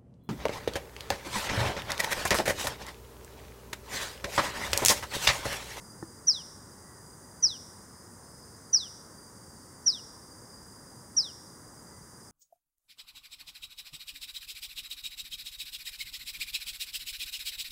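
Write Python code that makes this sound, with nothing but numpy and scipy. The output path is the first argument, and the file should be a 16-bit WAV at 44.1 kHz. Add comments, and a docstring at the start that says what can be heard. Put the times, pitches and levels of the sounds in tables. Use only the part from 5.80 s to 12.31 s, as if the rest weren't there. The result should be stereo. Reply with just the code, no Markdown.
"""A garden fence: a small bird perched right of a camera repeats one sharp falling whistle, a near-sine
glide with two close echoes from near surfaces and a tail of shaped noise for the scatter off foliage and walls.
Crickets trill as throbbing narrow noise, and a thin buzz of high pulse partials comes and goes.
A far bird coos in soft sines and something hollow is tapped once, as a handful of ringing modes.
Underneath lie town rumble and camera hiss, both coloured noise; the preamp and converter mark the loud notes."""
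import sys
import numpy as np
from scipy import signal
from scipy.fft import rfft, irfft, next_fast_len
from scipy.io import wavfile
from scipy.ndimage import uniform_filter1d

SR = 44100
rng = np.random.default_rng(int(sys.argv[2]) if len(sys.argv) > 2 else 0)


def bounce(signal):
    """Save signal as a 16-bit WAV file at the path given by the first command-line argument."""
    frames = np.transpose(np.atleast_2d(signal))
    limited = np.clip(frames, -1, 1)
    pcm = np.round(limited * 32767).astype(np.int16)
    wavfile.write(sys.argv[1], SR, pcm)


N = 287091


def undb(db):
    """Gain of a level in dB."""
    return 10 ** (np.asarray(db) / 20)


def level(x, db):
    """Scale to an rms level in dB."""
    return x * undb(db) / np.sqrt(np.mean(x ** 2))


def pan(x, pan_db):
    """Two channels with a level difference, left minus right in dB."""
    return np.array([x * undb(pan_db / 2), x * undb(-pan_db / 2)])


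def walk(rate):
    """Wandering control: random levels held 1 / rate s and slewed twice; spread near 1."""
    hold = int(SR / rate)
    steps = np.repeat(rng.standard_normal(N // hold + 1), hold)
    return 1.3 * uniform_filter1d(uniform_filter1d(steps, hold), hold)[:N]


def on_log(hz, points):
    """Read (Hz, value) points on a log-frequency axis."""
    point_hz, values = np.transpose(points)
    return np.interp(np.log(hz + 1), np.log(point_hz), values)


def played(rows):
    """Phase and gain of a tone that follows (s, Hz, rms dB) rows, silent outside them."""
    s, hz, db = np.transpose(rows)
    t = np.arange(N) / SR
    edge = np.clip(np.minimum(t - s[0], s[-1] - t) / .01, 0, 1)  # 10 ms ramps
    phase = 2 * np.pi * np.cumsum(np.interp(t, s, hz)) / SR
    return phase, edge * undb(np.interp(t, s, db)) * np.sqrt(2)


def coloured(points, alike, swell_db, flicker_db):
    """Stereo noise in octave bands that swell together and flicker alone."""
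    size = next_fast_len(N, True)
    hz = np.fft.rfftfreq(size, 1 / SR)
    spectra = rfft(rng.standard_normal((2, size))) * undb(on_log(hz, points))
    # more mid than side makes left and right alike
    mid, side = spectra * np.sqrt([1 + alike(hz), 1 - alike(hz)])
    stereo = np.array([mid + side, mid - side])
    out, swell, octave = 0, walk(.5), np.log2(hz / 20 + 1)
    for k in range(11):
        share = np.clip(1 - abs(octave - k), 0, 1)
        band = irfft(share * stereo, size)[:, :N]
        out = out + undb(swell_db * swell + flicker_db * walk(9)) * band
    return out


# Hiss colour. Each row: frequency in Hz, relative level in dB per Hz.
HISS_COLOUR = [(1500, -37), (2600, -20), (3600, -18), (4350, -16.5), (4700, -11.5), (5350, -8),
               (6200, -0.5), (7500, -4), (8500, 0), (9600, 2.5), (10050, -7), (10500, -13), (14500, -12.5),
               (15600, -14.5)]


def camera_hiss():
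    """Electronic noise, independent in left and right, a touch stronger on the right."""
    hiss = coloured(HISS_COLOUR, lambda hz: 0 * hz, swell_db=.15, flicker_db=.3)
    return level(hiss, -53.5) * undb([[-.7], [.7]])


# Rumble colour. Each row: frequency in Hz, relative level in dB per Hz.
TOWN_COLOUR = [(12, -42), (50, -9), (99, -1), (125, -2.5), (220, -3.5), (280, -6), (343, -6.5),
               (560, -10.5), (680, -15.5), (950, -10.5), (1950, -19.5), (2150, -25.5), (2600, -43),
               (4000, -84)]
# Width of the rumble. Each row: frequency in Hz, likeness of left and right from 0 to 1.
TOWN_ALIKE = [(30, 0.7), (130, 0.51), (400, 0.22), (1400, 0.48), (2500, 0)]


def town_rumble():
    """Low-weighted noise of the town, partly shared by the two channels, a touch stronger on the left."""
    town = coloured(TOWN_COLOUR, lambda hz: on_log(hz, TOWN_ALIKE), swell_db=.3, flicker_db=.6)
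    return level(town, -51) * undb([[.4], [-.4]])


# Pulse rate of each of the two thin buzzes, in Hz.
BUZZ_PULSE_HZ = (133.73, 135.57)
# Swells, one list for each buzz. Each row: time in seconds, level in dB of a 0 dB partial before panning.
BUZZ_SWELLS = [
    [(1.9, -76), (2.19, -66), (2.39, -78), (2.44, -65), (2.72, -65), (2.92, -72)],
    [(3.15, -80), (3.5, -79), (3.85, -70), (4.03, -81)],
]
# Partials, one list for each buzz. Each row: multiple of the pulse rate, relative level in dB.
BUZZ_PARTIALS = [
    [(34, -16), (35, -8), (36, -18), (37, -14), (38, 1), (39, -4.5), (40, -12)],
    [(34, 0), (35, -10), (36, -4), (37, 0), (38, -6), (39, -4)],
]


def buzz():
    """High partials of a regular pulse train, each flickering alone."""
    out = 0
    for pulse_hz, swells, partials in zip(BUZZ_PULSE_HZ, BUZZ_SWELLS, BUZZ_PARTIALS):
        phase, gain = played([(s, pulse_hz, db) for s, db in swells])
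        for multiple, db in partials:
            flicker = undb(db + 1.5 * walk(22))
            out = out + gain * flicker * np.sin(multiple * phase + 2 * np.pi * rng.random())
    return pan(out, -8.)


def chorus(rows, spread_hz, throb_db, throb_hz=23.3):
    """Wings near one pitch blur into a narrow band that throbs at a wandering rate."""
    phase, gain = played(rows)
    lowpass = signal.ellip(5, 1, 50, spread_hz, fs=SR, output="sos")
    # two slow noises per channel, moved up to the pitch of the wings
    crowd = level(signal.sosfilt(lowpass, rng.standard_normal((2, 2, N))), 0)
    band = crowd[0] * np.cos(phase) + crowd[1] * np.sin(phase)
    throb_phase = 2 * np.pi * np.cumsum(throb_hz * (1 + 0.151 * walk(4))) / SR
    throb = undb(throb_db * np.sin(throb_phase))
    return gain / np.sqrt(2) * throb * band * undb([[-4.], [4.]])  # to the right


# Main chorus. Each row: time in seconds, centre in Hz, level in dB before panning.
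CRICKETS = [(0, 4850, -59), (1.5, 4870, -61.5), (2.2, 4930, -63), (3.0, 4806, -62), (3.8, 4834, -64.5),
            (4.6, 4850, -55.5), (5.3, 4880, -59.5), (6.51, 4855, -61)]
# A weaker chorus, higher in pitch. Each row: time in seconds, centre in Hz, level in dB before panning.
HIGH_CRICKETS = [(0, 5310, -67), (.9, 5350, -68), (1.4, 5220, -74), (3.2, 5350, -73), (3.8, 5430, -68),
                 (4.9, 5300, -65), (5.8, 5360, -73), (6.51, 5300, -65)]
# One nearer cricket. Each row: time in seconds, centre in Hz, level in dB before panning.
NEAR_CRICKET = [(3.1, 4800, -65), (3.7, 4800, -61.5), (4.05, 4850, -82)]


def crickets():
    """Two choruses and a single singer with a narrower band and deeper throb, all to the right."""
    singers = chorus(CRICKETS, spread_hz=78., throb_db=.8)
    singers = singers + chorus(HIGH_CRICKETS, spread_hz=60., throb_db=1.)
    return singers + chorus(NEAR_CRICKET, spread_hz=12., throb_db=2.5)


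# Soft notes. Each row: start in seconds, length in seconds, top pitch in Hz, droop to the end in Hz,
# level in dB at the crest before wavering and panning.
FAR_BIRD = [(1.035, .2, 1955, 260, -64.5), (1.41, .09, 1940, 25.3, -69), (6.1, .12, 2000, 24.9, -65.5)]


def far_bird():
    """Soft sines of wavering level that crest early in pitch and loudness, then droop."""
    crest = .3  # share of the note
    share, out = np.linspace(0, 1, num=21), 0
    late = (share - crest) / (1 - crest)
    fade_db = -6 * np.maximum(late, 1 - share / crest)  # 6 dB down at both ends
    for s, length, top_hz, droop_hz, db in FAR_BIRD:
        pitch = top_hz - droop_hz * late ** 2
        phase, gain = played(np.transpose([s + length * share, pitch, db + fade_db]))
        out = out + gain * undb(2 * walk(30)) * np.sin(phase)
    return pan(out, 3.)


# Ringing modes of the tap. Each row: frequency in Hz, relative level in dB, decay by 60 dB in seconds.
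KNOCK_MODES = [(176, 3, 0.028), (326, 0, 0.062), (620, -3, 0.016), (840, 4, 0.013), (1320, -0.5, 0.011),
               (1790, -11.5, 0.031)]


def knock():
    """One dull tap on something hollow: decaying sines with a softened onset."""
    t = np.maximum(np.arange(N) / SR - .2255, 0)  # seconds since the tap
    ring = sum(undb(db) * np.exp(-np.log(1000) * t / t60) * np.sin(2 * np.pi * hz * t)
               for hz, db, t60 in KNOCK_MODES)
    onset = 1 - np.exp(-(t / 0.0016) ** 2)
    return pan(-undb(-29) * ring * onset, -10.5)


# Foliage and walls. Each row: start in ms, decay by 60 dB in seconds, level in dB on the right,
# likeness of left and right from 0 to 1.
SCATTER = [(8, 0.087, -19, .7), (16, 0.82, -18, 0.4)]


def scattered(source):
    """Foliage and walls return a dense decaying noise of reflections, 4 dB weaker on the left."""
    age, tail = np.arange(SR) / SR, 0
    for start, t60, scatter_db, alike in SCATTER:
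        both, *each = rng.standard_normal((3, SR))
        decay = np.exp(-np.log(1000) * age / t60) * (age > start / 1000)
        fade = level(decay, scatter_db) / np.sqrt(SR)
        tail = tail + fade * (np.sqrt(alike) * both + np.sqrt(1 - alike) * np.array(each))
    return signal.fftconvolve(source[None], tail * undb([[-4.], [0]]), axes=1)[:, :N]


# Calls. Each row: start in seconds, shift of the top pitch in Hz, length in ms, level in dB,
# extra push at the opening in dB, lag in ms and level in dB of the first close echo, then of the second.
CALLS = [(0.4686, 5, 151, -10.5, 1.9, 3.3, -15, 4.6, -8), (1.624, 50, 143, -11, 3.2, 3.6, -20, 5.2, -10),
         (2.9279, -9, 150.6, -11.5, 5.2, 2.3, -9.5, 5.7, -11.5),
         (4.0589, -91, 139.5, -12, 1.9, 3.06, -9, 5.215, -10),
         (5.3644, -150, 146, -13, 3.1, 2.2, -23, 5, -10.5)]
# Glide of one whistle. Each row: ms from its start, pitch in Hz before the shift of each call.
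GLIDE = [(-3, 5620), (3, 5980), (8, 6015), (41, 5010), (56, 4425), (70, 4060), (85, 3790), (150, 2830)]
# Loud head, drop at the bend, soft end. Each row: ms from the start, level in dB relative to the call.
LOUDNESS = [(-4, -50), (1.5, -23.5), (4, -10.5), (10.5, -7), (18, 0), (29, -2.5), (43, -5), (57.5, -25.5),
            (72, -22.5), (103, -25.5), (132.5, -38.5), (152, -43.5)]
# Overtones. Each row: multiple of the pitch, level in dB under the whistle,
# lowest and highest whistle pitch in Hz at which it is heard.
OVERTONES = [(2, -27, 2800, 4600), (3, -44, 4850, 5240)]
# Delay of the left port in ms: on the high head, then on the low end of the whistle.
LEFT_LAG_MS = (.018, .036)
# The camera body shades the left port from high notes. Each row: pitch in Hz, left minus right in dB.
LEFT_SHADE = [(4300, -2), (4800, -10), (5200, -13), (5660, -6), (5870, -5), (6010, -13)]


def bird():
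    """A near-sine whistle with faint overtones, two close echoes that beat with the glide, and a scattered tail."""
    t = np.arange(-10, 170, 1000 / SR)  # ms from the start of a call
    near, source = np.zeros((2, N)), np.zeros(N)
    for s, shift_hz, length, call_db, push_db, lag1, echo1_db, lag2, echo2_db in CALLS:
        # the loud head keeps its pace, the soft end is drawn out or cut short
        place = np.interp(t, [-10, 35, length, 200], [-10, 35, 150, 200])
        # effort moves the top of the glide, the low end stays
        pitch = np.interp(place, *np.transpose(GLIDE)) + shift_hz * np.clip(1 - t / 45, 0, 1)
        turns = np.cumsum(uniform_filter1d(pitch, size=60)) / SR
        shape_db = uniform_filter1d(np.interp(place, *np.transpose(LOUDNESS), -80, -80), size=60)
        opening_db = push_db * np.exp(-((t - 8) / 8) ** 2)
        gain = undb(call_db + opening_db + shape_db)
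        whistle = gain * np.sin(2 * np.pi * turns)

        channels = []
        for port_lag in (np.interp(place, [45, 65], LEFT_LAG_MS), 0):  # left, right
            arrivals = 0
            for lag, path_db in [(0, 0), (lag1, echo1_db), (lag2, echo2_db)]:
                sent = t - lag - port_lag  # when this sound left the bird
                wave = np.sin(2 * np.pi * np.interp(sent, t, turns))
                arrivals = arrivals + undb(path_db) * np.interp(sent, t, gain) * wave
            channels.append(arrivals)
        left, right = channels
        shade = undb(uniform_filter1d(on_log(pitch, LEFT_SHADE), size=120))

        first = int((s - .01) * SR)
        at = slice(first, first + len(t))
        near[:, at] += [left * shade, right]
        for multiple, db, low_hz, high_hz in OVERTONES:
            window = np.clip(np.minimum(pitch - low_hz, high_hz - pitch) / 100, 0, 1)
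            near[:, at] += undb(db) * gain * np.sin(2 * np.pi * multiple * turns) * window
        source[at] += whistle
    return near + scattered(source)


def scene():
    """Birds, insects and the tap over rumble and hiss."""
    floor = town_rumble() + camera_hiss()
    return floor + buzz() + crickets() + far_bird() + knock() + bird()


# Tones that modulate the preamp gain. Each row: frequency in Hz, level in dB of each sideband
# before the sidebands are filtered.
LEAK = [(4000, -34), (8000, -48)]


def record(dry):
    """Leaking tones put sidebands on the sound, the preamp bends peaks, the converter folds and cuts the top."""
    bend, sampling_hz, fold_db, top_hz = .7, 32000, -13, 15720
    t = np.arange(N) / SR
    leak = dry * sum(2 * undb(db) * np.cos(2 * np.pi * hz * t) for hz, db in LEAK)
    # the sidebands are weak in the deep bass, near the top and in a gap above the rumble
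    span = signal.butter(1, [1400, 7500], "band", fs=SR, output="sos")
    gap = signal.butter(1, [2400, 4600], "stop", fs=SR, output="sos")
    sidebands = signal.sosfilt(np.vstack([span, gap]), leak)
    bent = -bend * dry ** 3
    # the third harmonic above half the sampling rate mirrors back below it
    treble = signal.butter(8, 14500, "high", fs=SR, output="sos")
    mirrored = signal.sosfilt(treble, bent) * 2 * np.cos(2 * np.pi * sampling_hz * t)
    folded = signal.sosfilt(treble, mirrored)
    wet = dry + sidebands + bent + undb(fold_db) * folded
    return signal.sosfilt(signal.ellip(12, .2, 75, top_hz, fs=SR, output="sos"), wet)


dry = scene()
out = record(dry)
bounce(out)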